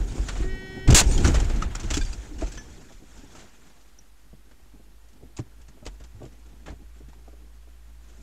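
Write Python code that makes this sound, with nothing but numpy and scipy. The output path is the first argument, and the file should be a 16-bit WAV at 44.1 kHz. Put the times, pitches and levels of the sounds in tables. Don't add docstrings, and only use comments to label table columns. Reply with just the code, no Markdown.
import sys
import numpy as np
from scipy import signal
from scipy.fft import rfft, irfft, next_fast_len
from scipy.io import wavfile
from scipy.ndimage import uniform_filter1d, map_coordinates

SR = 44100
rng = np.random.default_rng(int(sys.argv[2]) if len(sys.argv) > 2 else 0)


def to_wav(s):
    ch = np.atleast_2d(s).T
    pcm = np.round(np.clip(ch, -1, 1) * 32767)
    wavfile.write(sys.argv[1], SR, pcm.astype(np.int16))


N = 362502

# (time [s], level [dB])
BODY_SHAKE = [(0, -40), (.3, -42), (.55, -43), (.87, -46), (.94, -21.5), (.98, -42.5), (1.1, -31.5),
              (1.28, -30.5), (1.5, -36), (1.76, -43), (1.99, -39), (2.25, -51), (2.45, -45.5),
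              (2.65, -50.5), (3.04, -60), (3.23, -53.5), (3.87, -67), (5.08, -66), (5.21, -54), (5.32, -65),
              (5.84, -58.5), (6.08, -65), (6.2, -56.5), (6.4, -63), (6.52, -58), (6.62, -59.5), (6.75, -54),
              (6.95, -66.5), (7.95, -65.5), (8.22, -57.5)]
# (time [s], bright level [dB], dull level [dB])
RUSTLE_LEVELS = [(0, -55, -46.5), (.1, -49.5, -51.5), (.418, -49, -46.5), (.532, -62.5, -56.5),
                 (.87, -66, -61), (1.03, -43.5, -43), (1.128, -43.5, -47), (1.206, -39.5, -37.5),
                 (1.538, -52.5, -45), (1.83, -60.5, -49.5), (1.978, -45.5, -48.5), (2.16, -53.5, -53),
                 (2.28, -57.5, -55), (2.42, -60.5, -58), (2.83, -57.5, -56.5), (3.05, -63, -62.5),
                 (3.31, -60, -57.5), (3.75, -65.5, -62.5), (4.09, -73.5, -71.5), (5.44, -73.5, -69.5),
                 (6.38, -69.5, -66.5), (6.79, -72.5, -69), (7.95, -73, -69.5), (8.12, -65, -62.5),
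                 (8.22, -65, -66)]
# (time [s], level [dB], pitch [Hz])
CABIN_JOLTS = [(.004, -14, 43.6), (0.192, -13.5, 46), (0.388, -22.5, 42.2), (.509, -24, 32),
               (.873, -5.5, 31.2), (.919, -10, 51.2), (1.042, -8.5, 42.5), (1.097, -32, 40),
               (1.168, -21, 32.2), (1.212, -26, 38.6), (1.243, -8.5, 67.7), (1.345, -8.5, 52.5),
               (1.425, -16, 38), (1.478, -27, 32.6), (1.57, -17.5, 32.4), (1.652, -18.5, 60.4),
               (1.738, -22.5, 39), (1.868, -17, 48), (1.93, -19, 72.6), (1.99, -16.5, 31.5),
               (2.048, -18.5, 33), (2.178, -25.5, 53.8), (2.308, -32, 31.4), (2.309, -35.5, 301),
               (2.43, -20, 45.3), (2.558, -38, 35), (2.699, -40, 53), (2.95, -35.5, 32),
               (5.387, -33.5, 103), (5.609, -36, 48.8), (5.687, -39, 56.6), (5.87, -27, 46.6),
               (6.01, -39.5, 45.8), (6.145, -36.5, 99.6), (6.21, -35, 123.8), (6.697, -34.5, 54.6),
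               (6.7, -37.5, 90), (7.031, -44.5, 128.7)]
# (time [s], level near 330 Hz [dB], deep part against it [dB], upper part against it [dB])
TRIM_KNOCKS = [(.179, -25.5, -24, -11.5), (0.358, -43.5, 7, -17), (.399, -27.5, -3.5, -19),
               (0.44, -25, -6.5, -17), (.881, -12, 1, -24), (.899, -11, 0.5, -9.5), (.924, -9.5, 0, -9.5),
               (1.013, -28, 6, 0), (1.248, -14, -2.5, -31), (1.28, -17, -2, -18), (1.345, -29, -17, -1),
               (1.398, -47, -10, 0), (1.5, -27.5, -15, -8), (1.62, -40, 10, -16), (1.836, -26.5, -10, -25),
               (1.901, -24.5, -15, -20), (1.969, -20, -13, -28), (2.418, -20, -37, -12),
               (2.535, -41, -30, -6), (2.905, -41.5, -19, -5), (3.232, -38, -15, -21),
               (3.346, -47.5, -14, -5), (4.328, -47, 2.5, -7.5), (4.737, -44.5, -13.5, -21),
               (4.795, -46, -6.5, -11), (5.226, -44, 0, -17), (5.39, -26, -0.5, -14),
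               (5.688, -52.5, 7, -13), (5.771, -51, -13, -3), (5.824, -48.5, 1, 0),
               (5.861, -37, -2.5, -1.5), (6.004, -48.5, 2.5, -2.5), (6.205, -35, -10.5, -13.5),
               (6.214, -41, 3.5, 4), (6.238, -37.5, -5.5, -4), (6.257, -41, -2, -9),
               (6.526, -46, -3.5, -12.5), (6.68, -36, -9, 1), (6.714, -41.5, 0, -9),
               (7.004, -40.5, -22, -11.5), (7.08, -51, 2, -6.5), (7.276, -39.5, -22, -5),
               (7.328, -43.5, -23, -9), (7.672, -50, -15, -5)]
# (time [s], upper level [dB], lower part against it [dB], time for the upper part to fall 60 dB [s])
SHARP_CLACKS = [(.1794, -47, 6, 0.13), (0.284, -30, 2, 0.08), (.3521, -49, 10, 0.16), (.418, -48, 5, 0.11),
                (0.8745, -31, 5, 0.34), (0.9034, -14, -19, 0.05), (0.9237, -24, -1, 0.076),
                (1.009, -18.5, -2.5, 0.056), (1.0344, -35, -17, 0.055), (1.1094, -33, -3.5, 0.057),
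                (1.1294, -31.5, -7, 0.043), (1.1748, -27.5, -18, .062), (1.201, -34.5, -9, 0.077),
                (1.244, -21.5, -1.5, .12), (1.274, -23, -11, 0.064), (1.3416, -24.5, 0, 0.09),
                (1.3994, -28, -4, 0.046), (1.445, -35, -20, 0.058), (1.4963, -37.5, 2, 0.076),
                (1.5584, -41, -16, 0.095), (1.619, -34.5, 2.5, 0.1), (1.7497, -27, -4.5, 0.052),
                (1.796, -32, -12, .078), (1.831, -40, -4.5, 0.17), (1.9026, -24.5, -4.5, 0.098),
                (1.9357, -24.5, -10.5, 0.12), (1.969, -24, -5.5, 0.054), (2.0105, -39.5, -20, 0.17),
                (2.048, -36, -9, 0.066), (2.127, -36, -7, .07), (2.382, -45.5, -3.5, 0.13),
                (2.409, -44, 2, 0.28), (2.463, -46.5, -9, .16), (2.5166, -40.5, -27, 0.12),
                (2.5516, -47, -6, .087), (2.573, -35.5, -2.5, 0.038), (2.9203, -52, -4, .13),
                (3.1695, -52.5, -4, .24), (3.349, -50, 0, 0.32), (3.388, -57.5, 2, 0.35),
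                (3.698, -58, 4, 0.068), (3.8087, -56, -8, .11), (4.5101, -55.5, 5.5, 0.052),
                (5.085, -57.5, -8.5, 0.079), (5.129, -56, -11, .07), (5.3656, -38, -8.5, 0.088),
                (5.3854, -44.5, 4, 0.057), (5.6128, -52, -8.5, 0.062), (5.681, -49.5, -1, .06),
                (5.8524, -44.5, 1, 0.073), (5.8637, -32, -5, 0.053), (5.999, -53.5, 1.5, 0.1),
                (6.037, -46.5, -7, 0.07), (6.2272, -52.5, 0.5, 0.068), (6.251, -52.5, -2.5, 0.11),
                (6.3194, -59, -1, .11), (6.486, -55.5, -4, 0.059), (6.659, -50, 8.5, 0.13),
                (6.6814, -53, 8, .059), (6.701, -51, -2, .069), (7.0846, -52.5, -2.5, 0.068),
                (7.1307, -59, 10.5, 0.034), (7.279, -58, -11, .058)]
# (time [s], level [dB], pitch [Hz], time to fall 60 dB [s])
LANDING_PINGS = [(1.06, -37, 7600, .06), (1.07, -38, 5600, 0.11), (1.075, -44, 9500, .06),
                 (1.09, -34, 8240, 0.16), (1.11, -37, 8800, 0.17), (1.12, -35, 6000, .08),
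                 (1.125, -40, 4370, .12), (1.118, -33, 6900, .1), (1.14, -27, 6800, 0.092),
                 (1.177, -25, 3200, 0.032), (1.4, -31, 796, 0.063), (1.623, -15.5, 1280, 0.031),
                 (1.623, -26, 2860, 0.02), (1.752, -18, 1390, 0.012), (1.94, -27, 3370, 0.063),
                 (1.975, -27, 7500, .04), (2.012, -31, 1595, 0.056), (2.012, -37, 2400, .066),
                 (2.012, -38, 3520, 0.092), (2.012, -36, 4670, .07), (2.06, -44, 4650, .12),
                 (2.13, -35.5, 4780, 0.037), (2.13, -40, 2620, 0.035), (2.385, -51.5, 2900, .15),
                 (2.4, -52, 9200, .06), (2.425, -28, 660, 0.067), (2.47, -46, 6200, 0.15),
                 (2.47, -46, 6600, .05), (2.52, -45, 1610, 0.055), (2.52, -40, 7700, 0.056),
                 (2.578, -41, 1725, 0.17), (2.578, -55, 3440, .13), (2.578, -39.5, 6060, 0.14),
                 (2.585, -53, 5460, 0.35), (3.35, -46, 1300, 0.069), (3.987, -49, 5350, 0.042),
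                 (3.987, -41.5, 5750, 0.042), (3.987, -41.5, 6070, 0.028), (6.682, -36, 1750, 0.031),
                 (7.131, -44, 898, 0.024)]
# (time [s], pitch [Hz], level [dB], loss for each step up the overtones [dB])
HORN_COURSE = [(.37, 375.6, -68, 8), (.43, 371.5, -37, 2), (.46, 375.4, -30.5, 3.5),
               (.5, 379.1, -39.5, 0.36), (.872, 379.4, -40.5, 0.34), (.885, 379, -84.5, -0.5)]
# (multiple of the pitch [count], level [dB])
HORN_OVERTONES = [(1, -3.5), (2, -19), (3, -27.5), (4, -11), (5, -0.5), (6, -10), (7, -18.5), (8, -10.5),
                  (9, -16), (10, -20.5), (11, -16), (12, -23.5), (13, -26.5), (14, -13), (15, -30.5),
                  (16, -43.5), (17, -21), (18, -25), (19, -36.5), (20, -27), (21, -40), (22, -43),
                  (23, -31), (24, -36.5)]
# (time [s], firing pitch [Hz], level [dB])
ENGINE_IDLE = [(2.6, 44.7, -71), (3.5, 45.53, -64.5), (4.15, 47.08, -52), (4.97, 49.32, -50.5),
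               (5.7, 53.2, -47), (6.3, 54.5, -46.5), (8.22, 54.7, -43)]
# (pitch [Hz], level [dB])
TRIM_MODES = [(105, -1.5), (135, 2.5), (185, -0.5), (240, -5), (270, -4.5), (315, -2), (365, -9), (425, -3),
              (520, -4), (640, 0), (760, -4), (900, -10.5), (1150, -3.5), (1450, -10.5)]

# (frequency [Hz], relative level [dB])
BOOM_COLOUR = [(8.8, -53), (15, -4.5), (55, -7.5), (77, -15.5), (110, -23.5), (150, -59.5), (240, -120)]
PANEL_COLOUR = [(47, -42), (90, -13.5), (160, -10.5), (260, -8.5), (380, -13.5), (500, -21), (600, -28),
                (700, -24), (910, -26), (1540, -120)]
TYRE_COLOUR = [(50, -40.5), (75, -6.5), (115, 2), (155, -4.5), (210, -42)]
BRIGHT_COLOUR = [(1470, -22), (2500, -1), (2680, -10), (3320, -2.5), (3660, -4), (5160, -2.5), (7060, 4),
                 (7680, 0.5), (10100, -11.5), (15500, -33)]
DULL_COLOUR = [(260, -1.5), (450, -6), (857, -4.5), (1060, -7), (1250, -7.5), (1360, -4.5), (3500, -14),
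               (4550, -22), (7700, -120)]
SNAP_COLOUR = [(1500, -31.5), (2500, -3), (3500, -5.5), (5200, -2.5), (7300, 1.5), (9000, -12.5),
               (12000, -22), (15500, -27)]
GLASS_COLOUR = [(180, -23.5), (300, 2.5), (378, -5.5), (720, -6.5), (878, -3), (1730, -5.5), (2750, -1.5),
                (3190, -7.5), (3460, -1.5), (5200, -3), (7290, 4), (9500, -6.5), (15600, -19.5)]
HISS_COLOUR = [(35, -29.5), (60, 10), (77, -35.5), (98, -11.5), (152, -19.5), (292, -22.5), (1050, -22),
               (7230, -30.5), (13200, -30.5), (15600, -43.5)]

BOOM_DB, BOOM_GROWS, BOOM_SWELL_DB = 25.5, 1.402, 4
JOLT_T60_S, JOLT_RISE_S = .24, .0031
KNOCK_T60_S, KNOCK_HZ = 0.078, 330
CLACK_RISE_S, LOW_LASTS = .0027, 1.4
BURST_S, BURST_DB, BURST_RISE_S = .9455, -8.5, 0.00053
ROAR_S, ROAR_SAG_DB_PER_S, COLLAPSE_DB_PER_S = 0.059, 83, 1098.5
CRUMB_DB, CRUMB_FOLLOWS = -11, 0.88
SQUEAL_S, SQUEAL_SWELL_S, SQUEAL_HZ, SQUEAL_DB = (0.59, 0.95), 0.073, 3262, -60
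ROLL_DB, STOP_S, STOP_DB_PER_S = -3, 2.6, 40
HORN_WAVER_HZ = .3
HISS_DB, TOP_HZ = -60.5, 15740


def amp(db):
    return 10 ** (np.asarray(db) / 20)


def unit(x):
    return x / np.sqrt(np.mean(x ** 2) + 1e-20)


def curves(rows):
    times, *columns = np.transpose(rows)
    return [np.interp(np.arange(N) / SR, times, column) for column in columns]


def wobble(rate):
    points = rng.standard_normal(int(N * rate / SR) + 4)
    return map_coordinates(points, [np.arange(N) * rate / SR])


def filtered(x, response):
    size = next_fast_len(N + 8192)
    spectrum = rfft(x, size) * response(np.fft.rfftfreq(size, 1 / SR))
    return irfft(spectrum, size)[..., :N]


def noise(colour, grain_db=0, rate=100, patchy_db=0):
    white = rng.standard_normal(N) * amp(grain_db * wobble(rate))
    cells = signal.stft(white, nperseg=256)[2]
    patches = rng.standard_normal(cells.shape)
    patches = uniform_filter1d(patches, size=3, axis=0)
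    patches = unit(uniform_filter1d(patches, size=6, axis=1))
    patchy = signal.istft(cells * amp(patchy_db * patches), nperseg=256)[1][:N]
    f, db = np.transpose(colour)
    return unit(filtered(patchy, lambda hz: amp(np.interp(np.log(hz + 1), np.log(f + 1), db))))


def decay(t, db, t60, rise):
    return amp(db - 60 * t / t60) * (1 - np.exp(-t / rise))


def blows(rows, rise):
    out, t = np.zeros(N + SR), np.arange(SR // 2) / SR
    for s, db, t60 in rows:
        out[round(s * SR):][:len(t)] += decay(t, db, t60, rise)
    return out[:N]


def rings(rows, rise):
    out, t = np.zeros(N + SR), np.arange(SR // 3) / SR
    for s, db, hz, t60 in rows:
        out[round(s * SR):][:len(t)] += decay(t, db, t60, rise) * np.sin(2 * np.pi * hz * t)
    return out[:N]


def engine():
    hz, db = curves(ENGINE_IDLE)
    phase = 2 * np.pi * np.cumsum(hz + .8 * wobble(9.2)) / SR
    tone = np.sin(phase) + amp(-23.0) * np.sin(2 * phase)
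    return amp(db + 1.2 * wobble(5.7)) * tone


def tyres(panel_db):
    standing_s = np.maximum(np.arange(N) / SR - STOP_S, 0)
    level_db = panel_db + ROLL_DB - STOP_DB_PER_S * standing_s
    return amp(level_db) * noise(TYRE_COLOUR, grain_db=1.5, rate=15)


def horn():
    hz, db, loss_db = curves(HORN_COURSE)
    phase = 2 * np.pi * np.cumsum(hz + HORN_WAVER_HZ * wobble(16)) / SR
    starts = rng.uniform(0, 2 * np.pi, len(HORN_OVERTONES))
    out = np.zeros(N)
    for (k, level_db), start in zip(HORN_OVERTONES, starts):
        out += amp(db + level_db - k * loss_db + 1.3 * wobble(8.4)) * np.sin(k * phase + start)
    return out


def squeal():
    t = np.arange(N) / SR
    start, stop = SQUEAL_S
    swell = np.clip((t - start) / SQUEAL_SWELL_S, 0, 1) * (t < stop)
    phase = 2 * np.pi * np.cumsum(SQUEAL_HZ + 12 * wobble(41.4)) / SR
    return swell * amp(SQUEAL_DB + 2.5 * wobble(30)) * np.sin(phase)


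def rustle(bright_db, dull_db):
    flutter = amp(1.3 * wobble(24) + 1.5 * wobble(60))
    bright = amp(bright_db) * noise(BRIGHT_COLOUR, patchy_db=2.0)
    dull = amp(dull_db) * noise(DULL_COLOUR, grain_db=1.0, rate=96, patchy_db=2.0)
    return flutter * (bright + dull)


def crumbs(bright_db, count):
    when, pitch, size, life = rng.random((count, 4)).T
    rustle_db = bright_db[(when * N).astype(int)]
    db = CRUMB_DB + CRUMB_FOLLOWS * rustle_db - 3 * np.log(size + 0.036)
    hz = 1500 * 5.4 ** np.sqrt(pitch)
    return rings(zip(when * N / SR, db, hz, 0.0098 + 0.049 * life), rise=0.00071)


def pings():
    return amp(1.8 * wobble(70)) * rings(LANDING_PINGS, rise=0.00103)


def clacks():
    upper = blows([(s, db, t60) for s, db, _, t60 in SHARP_CLACKS], CLACK_RISE_S)
    lower_rows = [(s, db + low_db, t60 * LOW_LASTS) for s, db, low_db, t60 in SHARP_CLACKS]
    lower = blows(lower_rows, CLACK_RISE_S)
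    snap = upper * noise(SNAP_COLOUR, grain_db=2.0, rate=500, patchy_db=1.7)
    return snap + lower * noise(DULL_COLOUR, grain_db=0.5, rate=510, patchy_db=2.5)


def knocks():
    hz, mode_db = np.transpose(TRIM_MODES)
    ring_s = KNOCK_T60_S * (hz / KNOCK_HZ) ** -.3
    bends = np.log([150, KNOCK_HZ, 700, 1500])
    chance = rng.standard_normal((len(TRIM_KNOCKS), 2, len(hz)))
    rows = []
    for (s, db, deep_db, upper_db), (strength, tune) in zip(TRIM_KNOCKS, chance):
        tilt_db = np.interp(np.log(hz), bends, [deep_db, 0, upper_db, upper_db - 8.5])
        level_db = db + mode_db + tilt_db + 1.8 * strength
        starts = s + 0.0014 * np.abs(tune)
        rows += zip(starts, level_db, hz * (1 + 0.049 * tune), ring_s)
    return rings(rows, rise=0.0025)


def drumming(panel_db):
    return amp(panel_db + 1.5 * wobble(4)) * noise(PANEL_COLOUR, grain_db=3.5, rate=30)


def boom(panel_db):
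    boom_db = BOOM_DB + BOOM_GROWS * panel_db + BOOM_SWELL_DB * wobble(9)
    jolts = rings([(*jolt, JOLT_T60_S) for jolt in CABIN_JOLTS], rise=JOLT_RISE_S)
    return amp(boom_db) * noise(BOOM_COLOUR) + jolts


def glass():
    t = np.maximum(np.arange(N) / SR - BURST_S, 0)
    db = BURST_DB - ROAR_SAG_DB_PER_S * t - COLLAPSE_DB_PER_S * np.maximum(t - ROAR_S, 0)
    return amp(db) * (1 - np.exp(-t / BURST_RISE_S)) * noise(GLASS_COLOUR)


def scene():
    panel_db, = curves(BODY_SHAKE)
    bright_db, dull_db = curves(RUSTLE_LEVELS)
    background = engine() + tyres(panel_db) + horn() + squeal()
    debris = rustle(bright_db, dull_db) + crumbs(bright_db, count=2200) + pings() + clacks()
    crash = knocks() + drumming(panel_db) + boom(panel_db) + glass()
    return (background + debris + crash)[None]


def record(dry):
    ceiling, hardness = .46, 5.5
    dry = filtered(dry, lambda hz: 1j * hz / (8 + 1j * hz))
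    wet = dry / (1 + np.abs(dry / ceiling) ** hardness) ** (1 / hardness)
    wet = filtered(wet, lambda hz: 1 / (1 - (hz / 9500) ** 2 + 1j * hz / 9500 / 0.68))
    wet = wet + amp(HISS_DB) * noise(HISS_COLOUR)
    return filtered(wet + .0032, lambda hz: hz < TOP_HZ)


dry = scene()
out = record(dry)
to_wav(out)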